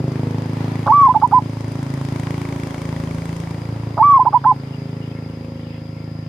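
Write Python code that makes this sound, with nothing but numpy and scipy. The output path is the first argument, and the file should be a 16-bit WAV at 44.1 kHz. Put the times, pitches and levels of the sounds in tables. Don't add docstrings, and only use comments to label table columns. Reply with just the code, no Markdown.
import sys
import numpy as np
from scipy import signal
from scipy.fft import rfft, irfft
from scipy.io import wavfile
from scipy.ndimage import uniform_filter1d, minimum_filter1d

SR = 44100
rng = np.random.default_rng(int(sys.argv[2]) if len(sys.argv) > 2 else 0)


def transcribe(signal):
    frames = np.atleast_2d(signal).T
    limited = np.clip(frames, -1, 1)
    pcm = np.round(limited * 32767).astype(np.int16)
    wavfile.write(sys.argv[1], SR, pcm)


N = 276948
TIME = np.arange(N) / SR
BIN_HZ = np.arange(N // 2 + 1) * SR / N

# start_s, length_s, break_s, high_s, low_hz, high_hz, sag_hz, gain_db, creak_s, creak_db
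DOVE_NOTES = [(0.884, .199, .037, .18, 826, 1166, 160, -4.7, .021, -9),
              (1.080, .044, .013, .05, 843, 1030, 40, -3, 0, -30),
              (1.148, .034, .008, .016, 825, 890, 25, -3, .008, -13.5),
              (1.222, .044, .016, .023, 840, 1005, 85, -2.7, .008, -15),
              (1.321, .076, .016, .052, 820, 1022, 45, -4, .008, -16.5),
              (3.990, .197, .036, .18, 828, 1167, 155, -4.5, .018, -10),
              (4.189, .044, .012, .05, 840, 1040, 75, -2, 0, -30),
              (4.257, .035, .013, .015, 835, 1010, 110, -3.3, .009, -13),
              (4.335, .048, .013, .05, 835, 1008, 90, -3, .008, -13),
              (4.447, .083, .016, .054, 832, 1038, 55, -4, .007, -14)]
# multiple, relative_db
COO_OVERTONES = [(2, -34), (3, -44.5), (5, -47.5), (6, -60)]
# pitch_hz, gain_db, left_minus_right_db
THROAT_AND_CAGE = [(864, -5.5, -5.5), (884, -6, -10), (882, -2, -3.5), (990, -6, -8.5), (1050, -4.5, 3),
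                   (970, 3.5, -4.5), (1080, 1.5, 3.5), (1100, 0.5, -10), (1104, -7, 0.5), (1129, -4.5, 9),
                   (1136, -3, -8.5), (1169, -4.5, 1)]
# delay_s, gain_db
NEAR_WALLS = [(.00699, -15), (.01789, -27)]

# time_s, firing_rate_hz
FIRING_RATE = [(0.0, 25.71), (0.3, 26.647), (0.6, 26.951), (1.0, 26.994), (1.5, 27.055), (2.0, 27.101),
               (2.4, 27.535), (2.7, 27.339), (3.0, 27.248), (3.4, 27.721), (3.8, 27.592), (4.3, 27.47),
               (4.8, 27.121), (5.3, 27.11), (5.8, 26.878), (6.28, 26.96)]
# frequency_hz, relative_db
PULSE_SPECTRUM = [(15, -65.5), (55, -18), (82, -8.5), (108, 4.5), (160, 7.5), (192, -5.5), (220, -2.5),
                  (272, -1), (326, -8), (355, -10), (381, -13), (435, -13.5), (490, -17.5), (600, -20),
                  (660, -20.5), (1000, -30), (1500, -51), (3000, -75.5)]
# time_s, boom_db, thud_db, bark_db
EXHAUST_GAINS = [(0.0, -27, -27, -26.5), (0.03, -27.5, -25, -27), (0.82, -30, -24.5, -29),
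                 (1.05, -25, -34.5, -32), (1.419, -30, -29.5, -31.5), (1.63, -27.5, -35.5, -34.5),
                 (1.8, -30.5, -28, -30.5), (2.31, -30, -27, -30.5), (2.74, -35, -33, -32),
                 (2.89, -30.5, -28.5, -35), (3.38, -27, -30, -34), (3.78, -26.5, -33.5, -33),
                 (4.51, -34, -35.5, -36.5), (4.86, -34.5, -29, -33.5), (5.32, -30, -38, -36),
                 (6.28, -31.5, -36.5, -38.5)]
# time_s, gain_db
DRONE_GAIN = [(0.0, -43.5), (1.05, -62), (2.94, -42), (4.251, -48.5), (5.23, -51.5), (5.53, -47.5),
              (6.28, -57)]
# delay_s, drift_s_per_s, relative_db
DRIFTING_PATHS = [(.00481, .00013, -13.6), (.0105, .000346, -16.6), (.016255, .000095, -6.8),
                  (.01967, -.000196, -14.7), (.03488, -.000598, -16)]
# time_s, gain_db
BARK_LIFT = [(0, 3), (.3, 2.5), (1.2, -0.5), (2.2, -0.5), (4.3, 1), (4.75, -1.5), (5.2, 0.5), (5.8, -1),
             (6.28, -1.5)]
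# time_s, centre_hz, lift_db
HOLLOW_PATH = [(0.05, 136, 4), (.45, 102, 2), (.85, 105.1, 2.5), (1.1, 168.4, 4.5), (1.45, 165, -0.5),
               (1.7, 129, 0.5), (1.97, 137, 4.5), (2.3, 113, -0.5), (2.6, 155, 0.5), (3.0, 168.7, 2.5),
               (3.4, 163, 6.5), (3.75, 174.4, 1), (4.05, 133.7, 0), (4.4, 132.2, 6), (4.95, 136, -0.5),
               (5.4, 172.8, 5.5), (5.9, 165, 3)]
# peak_s, length_s, multiple, level_db
HUM_SWELLS = [(0.097, 0.42, 15, -43.5), (0.343, 0.44, 18, -42.5), (1.65, 1.1, 21, -49.5),
              (2.513, 0.29, 10, -41), (2.7, 1.1, 13, -46), (2.9, 1.3, 22, -52), (3.078, 0.44, 9, -41.5),
              (4.9, .7, 15, -47.5), (5.5, 1.4, 18, -52), (5.8, 0.81, 11, -49.5), (5.599, 0.71, 9, -46.5)]
# frequency_hz, relative_density_db
RASP_SPECTRUM = [(150, 2), (400, 6.5), (700, 4.5), (950, 7), (1400, -1), (2100, -2.5), (3000, -9.5),
                 (4500, -14.5), (7000, -30)]
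# frequency_hz, relative_density_db
HISS_SPECTRUM = [(2500, -35.5), (5000, 1), (6300, 0.5), (8300, -5), (9500, -1.5), (11000, -12),
                 (15500, -14)]
# time_s, rasp_gain_db, hiss_gain_db
TREBLE_GAINS = [(0.0, -53.5, -61), (0.14, -50, -58.5), (0.52, -50, -59.5), (0.62, -47, -57),
                (1.4, -53.5, -59), (2.28, -48.5, -54), (3.42, -51.5, -55), (3.64, -52.5, -60),
                (4.27, -54.5, -65.5), (4.78, -56, -64), (5.96, -60, -69.5), (6.2, -59.5, -70)]
# time_s, burst_to_steady_ratio
BURST_DEPTH = [(0, 1), (.3, 1.7), (.75, 2.1), (1.3, 1.6), (2.1, 1.9), (2.8, 2.1), (3.5, 1.2), (4.2, 0.5),
               (6.28, 0.68)]
# frequency_hz, t60_s, relative_db
CASING_MODES = [(987, 0.03, -1.5), (1130, 0.021, -4), (1995, 0.017, -1), (2247, 0.018, -1.5),
                (3250, 0.012, -5)]
# time_s, level_db
KNOCK_STRENGTH = [(0, -59), (.6, -51), (1.4, -53.5), (1.9, -54.5), (2.3, -42.5), (3.2, -47.5), (3.7, -52.5),
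                  (4.3, -58), (6.28, -62)]
# start_s, relative_db
TICK_EVENTS = [(1.276, -34.5), (1.7204, -38), (1.8306, -37), (1.939, -34), (2.199, -38), (2.379, -47),
               (2.4162, -46), (2.5604, -45), (3.147, -42), (3.256, -34.5), (3.3658, -32), (3.4024, -38)]
# frequency_hz, relative_density_db
TICK_SPECTRUM = [(3000, -21), (6500, 10.5), (9500, 9.5), (13000, -1.5), (15500, -8)]

# time_s, level_db
CHATTER_ENVELOPE = [(0, -76), (4.45, -76), (4.6, -58), (4.76, -50), (4.9, -59), (5.13, -49), (5.4, -60),
                    (5.75, -52), (5.9, -71), (6.28, -62)]
# pitch_hz, relative_db
CHIRP_RANGE = [(1500, -8), (1850, 2), (2400, 2), (3300, -3.5), (3700, -15.5)]
# frequency_hz, relative_density_db
AIR_SPECTRUM = [(25, -8), (70, -10.5), (200, 13), (550, 14), (900, -7.5), (1350, -17), (2100, -9.5),
                (3200, -11), (4400, -11), (6000, -17.5), (9000, -30), (15000, -22.5)]
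# centre_hz, level_db
HISS_PATCHES = [(1750, -64.5), (2150, -64.5), (2600, -71.5), (3150, -67)]
# frequency_hz, relative_density_db
INSECT_SPECTRUM = [(4400, -42.5), (4650, -16.5), (4760, -3.5), (4860, 6), (4950, -5.5), (5060, -0.5),
                   (5200, -5), (5400, -28.5)]
# pitch_hz, level_db, left_minus_right_db
STEADY_TONES = [(1362, -62.5, -7), (1760, -73, -8), (2724, -71, 6), (5033, -67.5, 6), (6874, -85, -6)]
# frequency_hz, coherence, left_minus_right_db
SOUND_FIELD = [(130, 1, -1.5), (290, 1, 10.5), (700, 0.5, -3.5), (1320, 0, 0), (2370, 0.2, 4.5),
               (4400, 0.3, 10), (8100, 0, 10), (15000, .2, 4)]


def coo(start_s, length_s, break_s, high_s, low_hz, high_hz, sag_hz, gain_db):
    attack_s, release_s, switch_s = .024, .022, .002
    onset_drop_hz, onset_s, low_rise_hz_per_s = 148, .002, 2500
    scoop_hz, scoop_s = 129, .0097
    quaver_hz, quaver_depth_hz, crest_s = 27.5, 32, .027
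    age = np.arange(int(length_s * SR)) / SR
    held = np.maximum(age - break_s, 0)
    high = (np.tanh((age - break_s) / switch_s) - np.tanh((age - break_s - high_s) / switch_s)) / 2
    reach = (length_s / max(note[1] for note in DOVE_NOTES)) ** .95
    spent = held / (length_s - break_s)
    sag = spent ** 2.6
    quaver = quaver_depth_hz * (reach * spent) ** 2 * np.cos(2 * np.pi * quaver_hz * (held - crest_s))
    scoop = scoop_hz * reach * np.exp(-held / scoop_s)
    low_voice = low_hz + low_rise_hz_per_s * age * (age < break_s + high_s / 2)
    high_voice = high_hz - scoop - sag_hz * sag + quaver
    onset = np.exp(-age / onset_s)
    hz = low_voice - onset_drop_hz * onset + high * (high_voice - low_voice)

    jitter = .0025 * smooth_noise(len(age), 90)
    shimmer_db = 3.4 * smooth_noise((len(COO_OVERTONES), len(age)), 400)
    flutter = .08 * smooth_noise(len(age), 150)
    phase = 2 * np.pi * np.cumsum(hz * (1 + jitter)) / SR
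    overtones = sum(amp(db + shimmer) * np.sin(round(multiple) * (phase + flutter))
                    for (multiple, db), shimmer in zip(COO_OVERTONES, shimmer_db))
    richness = amp(-14 * (1.5 - reach) - 9 * sag + 7 * (high - .5))
    onset_octave = amp(-7) * reach * onset * np.sin(2 * phase)
    voice = np.sqrt(2) * (np.sin(phase) + richness * overtones + onset_octave)

    attack = np.sin(np.pi / 2 * np.minimum(age / (attack_s * reach ** .5), 1))
    release = np.sin(np.pi / 2 * np.minimum((length_s - age) / release_s, 1))
    pitches, *columns = np.transpose(THROAT_AND_CAGE)
    carry_db, pan_db = (uniform_filter1d(np.interp(hz, pitches, c), size=220) for c in columns)
    out, at = np.zeros((2, N)), int(start_s * SR)
    out[:, at:at + len(age)] = voice * attack * release * amp(gain_db + carry_db) * pan(pan_db)
    return out


def creaks(slow_hz=255, fast_hz=520, throat_hz=980, ring_s=.001, overlap_s=.003, soft_db=9):
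    out, age = np.zeros(N), np.arange(-SR // 200, SR // 200) / SR
    for note_s, *_, creak_s, creak_db in DOVE_NOTES:
        t, end = note_s - creak_s, note_s + overlap_s
        while t < end:
            progress = 1 - (end - t) / (creak_s + overlap_s)
            gap, detune, phase = rng.standard_normal(3)
            hz = throat_hz * (1 + .027 * progress + .12 * detune)
            flap = np.exp(-(age / ring_s) ** 2) * np.cos(2 * np.pi * hz * age + phase)
            flap_db = creak_db + .5 * (1.5 - progress) - soft_db * (1 - progress) ** 6
            at = int((t + age[0]) * SR)
            out[at:at + len(age)] += flap * amp(flap_db)
            t += np.exp(.14 * gap) / (slow_hz + (fast_hz - slow_hz) * progress ** 3)
    return out * pan(-3)


def cage_reflections(x, near_db=-26, near_t60_s=.16, far_db=-38, far_t60_s=.36):
    early = x + sum(amp(db) * np.roll(x, int(delay_s * SR), axis=1) for delay_s, db in NEAR_WALLS)
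    age, response = np.arange(SR // 2) / SR, 0
    for db, t60_s in ((near_db, near_t60_s), (far_db, far_t60_s)):
        tail = rng.standard_normal((2, len(age))) * amp(-60 * age / t60_s) * (age > .004)
        response = response + amp(db) * tail / np.sqrt(np.sum(tail ** 2) / 2)
    return early + signal.oaconvolve(early, response, axes=1)[:, :N]


def engine(first_s=.00228):
    cycles = np.cumsum(curves(FIRING_RATE)[0]) / SR
    chance = rng.standard_normal((int(cycles[-1]) + 1, 3)).T
    slip_s, rasp_scatter_db, hiss_scatter_db = chance * [[.00008], [2], [4]]
    firings_s = np.interp(np.arange(len(slip_s)), cycles, TIME) + first_s + slip_s
    treble = rasp_and_hiss(firings_s, rasp_scatter_db, hiss_scatter_db)
    thumps = hollow_resonance(band_swells(exhaust(firings_s)))
    return thumps + hums(thumps, cycles) + treble + casing_knocks(firings_s) + metal_ticks()


def exhaust(firings_s, scatter_db=.96, drone_hz=537.8, drone_width_hz=8.9):
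    sizes = amp(scatter_db * rng.standard_normal(len(firings_s)))
    pulses = rfft(impulses(firings_s, sizes)) * minimum_phase(PULSE_SPECTRUM)
    low, low_and_middle = lowpass(122), lowpass(200)
    boom, thud, bark = irfft(pulses * np.array([low, low_and_middle - low, 1 - low_and_middle]), N)
    drone = irfft(pulses / (1 + 1j * (BIN_HZ - drone_hz) / drone_width_hz) ** 2, N)
    parts = unit(boom), unit(thud), unit(yard_reflections(bark)), unit(drone) * amp(1)
    return sum(part * amp(db) for part, db in zip(parts, curves(EXHAUST_GAINS) + curves(DRONE_GAIN)))


def yard_reflections(x, dull_hz=650, yard_db=-5.5, yard_t60_s=.35):
    dull = irfft(rfft(x) * lowpass(dull_hz, order=6), N)
    age = np.arange(SR // 3) / SR
    tail = rng.standard_normal(len(age)) * amp(-60 * age / yard_t60_s) * (age > .008)
    yard = signal.oaconvolve(dull, tail / np.sqrt(np.sum(tail ** 2)))[:N]
    echoes = sum(amp(db + 1) * np.interp(TIME - delay_s - drift * TIME, TIME, dull)
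                 for delay_s, drift, db in DRIFTING_PATHS)
    return x + yard * amp(yard_db) + echoes


def band_swells(x, rumble_hz=88, bright_hz=340, peak_s=2.7, width_s=.65, lift_db=7):
    rumble, upper = irfft(rfft(x) * np.array([lowpass(rumble_hz), 1 - lowpass(bright_hz)]), N)
    rumble_db = lift_db * np.exp(-((TIME - peak_s) / width_s) ** 4)
    return x + rumble * (amp(rumble_db) - 1) + upper * (amp(curves(BARK_LIFT)[0]) - 1)


def hollow_resonance(x, width_hz=17):
    centre_hz, lift_db = curves(HOLLOW_PATH)
    firing_hz = np.mean(FIRING_RATE, axis=0)[1]
    spectrum, out = rfft(x), x
    for hz in firing_hz * np.arange(4, 8):
        partial = irfft(spectrum * np.maximum(1 - np.abs(BIN_HZ - hz) / firing_hz, 0), N)
        nearness = np.exp(-((hz - centre_hz) / width_hz) ** 2)
        out = out + partial * (amp(lift_db * (2 * nearness - 1)) - 1)
    return out


def hums(thumps, cycles):
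    out = 0
    for peak_s, length_s, multiple, db in HUM_SWELLS:
        swell = np.exp(-(2 * (TIME - peak_s) / length_s) ** 2)
        tone = np.exp(2j * np.pi * round(multiple) * cycles)
        in_phase = np.exp(1j * np.angle(np.sum(thumps * swell / tone)))
        out = out + np.sqrt(2) * np.real(tone * in_phase) * swell * amp(db)
    return out


def rasp_and_hiss(firings_s, rasp_scatter_db, hiss_scatter_db, late_s=.00077, puff_s=.0006, tick_s=.0013):
    latest = np.maximum(np.searchsorted(firings_s + late_s, TIME) - 1, 0)
    age = np.abs(TIME - firings_s[latest] - late_s)
    depth = curves(BURST_DEPTH)[0]
    puff = depth * amp(rasp_scatter_db[latest]) * age / puff_s * np.exp(1 - age / puff_s)
    tick = .75 * depth * amp(hiss_scatter_db[latest]) * age / tick_s * np.exp(1 - age / tick_s)
    rasp_db, hiss_db = curves(TREBLE_GAINS)
    rasp = field_noise(RASP_SPECTRUM) * unit(1 + puff) * amp(rasp_db + 12)
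    hiss = field_noise(HISS_SPECTRUM) * unit(1 + tick) * amp(hiss_db + 1.5)
    return rasp + hiss


def casing_knocks(firings_s, late_s=.001966, slip_s=.00035, scatter_db=3):
    age, out = np.arange(SR // 20) / SR, 0
    for hz, t60_s, db in CASING_MODES:
        slip, size = rng.standard_normal((len(firings_s), 2)).T
        blows = impulses(firings_s + late_s + slip_s * slip, amp(db + scatter_db * size))
        mode = amp(-60 * age / t60_s) * np.sin(2 * np.pi * hz * age)
        out = out + signal.oaconvolve(blows, mode)[:N]
    return unit(out) * pan(3) * amp(curves(KNOCK_STRENGTH)[0])


def metal_ticks(t60_s=.013):
    times_s, db = np.transpose(TICK_EVENTS)
    decay = amp(-60 * np.arange(SR // 20) / SR / t60_s)
    envelope = signal.oaconvolve(impulses(times_s, amp(db - 5)), decay)[:N]
    return field_noise(TICK_SPECTRUM) * envelope


def far_birds(count=800, length_s=.007, glide_hz_per_s=15000, scatter_db=2, garden_t60_s=.11):
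    chirps, age = np.zeros(N + SR // 10), np.arange(-SR // 20, SR // 20) / SR
    pitches, colour_db = np.transpose(CHIRP_RANGE)
    for when, height, slope, size in rng.random((count, 4)):
        hz = pitches[0] + height * (pitches[-1] - pitches[0])
        phase = 2 * np.pi * (hz + glide_hz_per_s * (slope - .5) * age) * age
        gain = amp(np.interp(hz, pitches, colour_db) + scatter_db * (2 * size - 1))
        at = int(when * N)
        chirps[at:at + len(age)] += gain * np.exp(-(2 * age / length_s) ** 2) * np.sin(phase)
    tail_age = np.arange(SR // 4) / SR
    tails = rng.standard_normal((2, len(tail_age))) * amp(-60 * tail_age / garden_t60_s)
    chatter = np.array([signal.oaconvolve(chirps, tail)[:N] for tail in tails])
    return unit(chatter) * amp(curves(CHATTER_ENVELOPE)[0]) * pan(2)


def outdoors(air_db=-48, insect_db=-58):
    tones = sum(np.sqrt(2) * np.sin(2 * np.pi * hz * TIME) * amp(db + 1.3 * wander(4.7)) * pan(pan_db)
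                for hz, db, pan_db in STEADY_TONES)
    patches = sum(field_noise([(hz / 1.4, -40), (hz, 0), (hz * 2, -40)]) * amp(db + 4 * wander(19))
                  for hz, db in HISS_PATCHES)
    air = field_noise(AIR_SPECTRUM) * amp(air_db + 2.3 * wander(2.4))
    insects = field_noise(INSECT_SPECTRUM) * amp(insect_db + .55 * wander(26))
    return air + insects + patches + tones


def field_noise(colour):
    coherence, lean_db = spectra(SOUND_FIELD)
    coherence = np.clip(coherence, 0, 1)
    mid, side = rfft(rng.standard_normal((2, N)))
    pair = mid * np.sqrt(1 + coherence) + side * np.sqrt(1 - coherence) * np.array([[1], [-1]])
    out = irfft(pair * pan(lean_db) * amp(spectra(colour)[0]), N)
    return out / np.std(out.mean(axis=0))


def minimum_phase(colour):
    cepstrum = irfft(np.log(amp(spectra(colour)[0])), N)
    return np.exp(rfft(cepstrum * (1 + np.sign(N / 2 - np.arange(N))) * (TIME > 0)))


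def lowpass(cutoff_hz, order=12):
    return 1 / (1 + (BIN_HZ / cutoff_hz) ** order)


def impulses(times_s, sizes):
    return np.bincount(np.clip(times_s * SR, 0, N - 1).astype(int), sizes, N)


def smooth_noise(shape, samples):
    return unit(uniform_filter1d(rng.standard_normal(shape), size=samples))


def wander(rate_hz):
    step = max(int(SR / rate_hz), 1)
    return unit(uniform_filter1d(np.repeat(rng.standard_normal(N // step + 1), step), step)[:N])


def curves(rows):
    times_s, *columns = np.transpose(rows)
    return [np.interp(TIME, times_s, c) for c in columns]


def spectra(rows):
    hz, *columns = np.transpose(rows)
    return [np.interp(np.log(BIN_HZ + 1), np.log(hz), c) for c in columns]


def pan(db):
    return amp(np.array([[.5], [-.5]]) * db)


def amp(db):
    return 10 ** (np.asarray(db) / 20)


def unit(x):
    return x / np.sqrt(np.mean(x ** 2) + 1e-18)


def scene():
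    dove = sum(coo(*note[:-2]) for note in DOVE_NOTES) + creaks()
    return cage_reflections(dove) + engine() + outdoors() + far_birds()


def record(dry, ceiling=.86, hold_s=.07, top_hz=15400):
    hold = int(hold_s * SR)
    gain = ceiling / np.maximum(np.abs(dry).max(axis=0), ceiling)
    held_gain = minimum_filter1d(gain, hold, origin=(hold - 1) // 2)
    limited = dry * uniform_filter1d(held_gain, size=220)
    return signal.sosfilt(signal.ellip(10, .1, 80, top_hz, fs=SR, output="sos"), limited)


dry = scene()
out = record(dry)
transcribe(out)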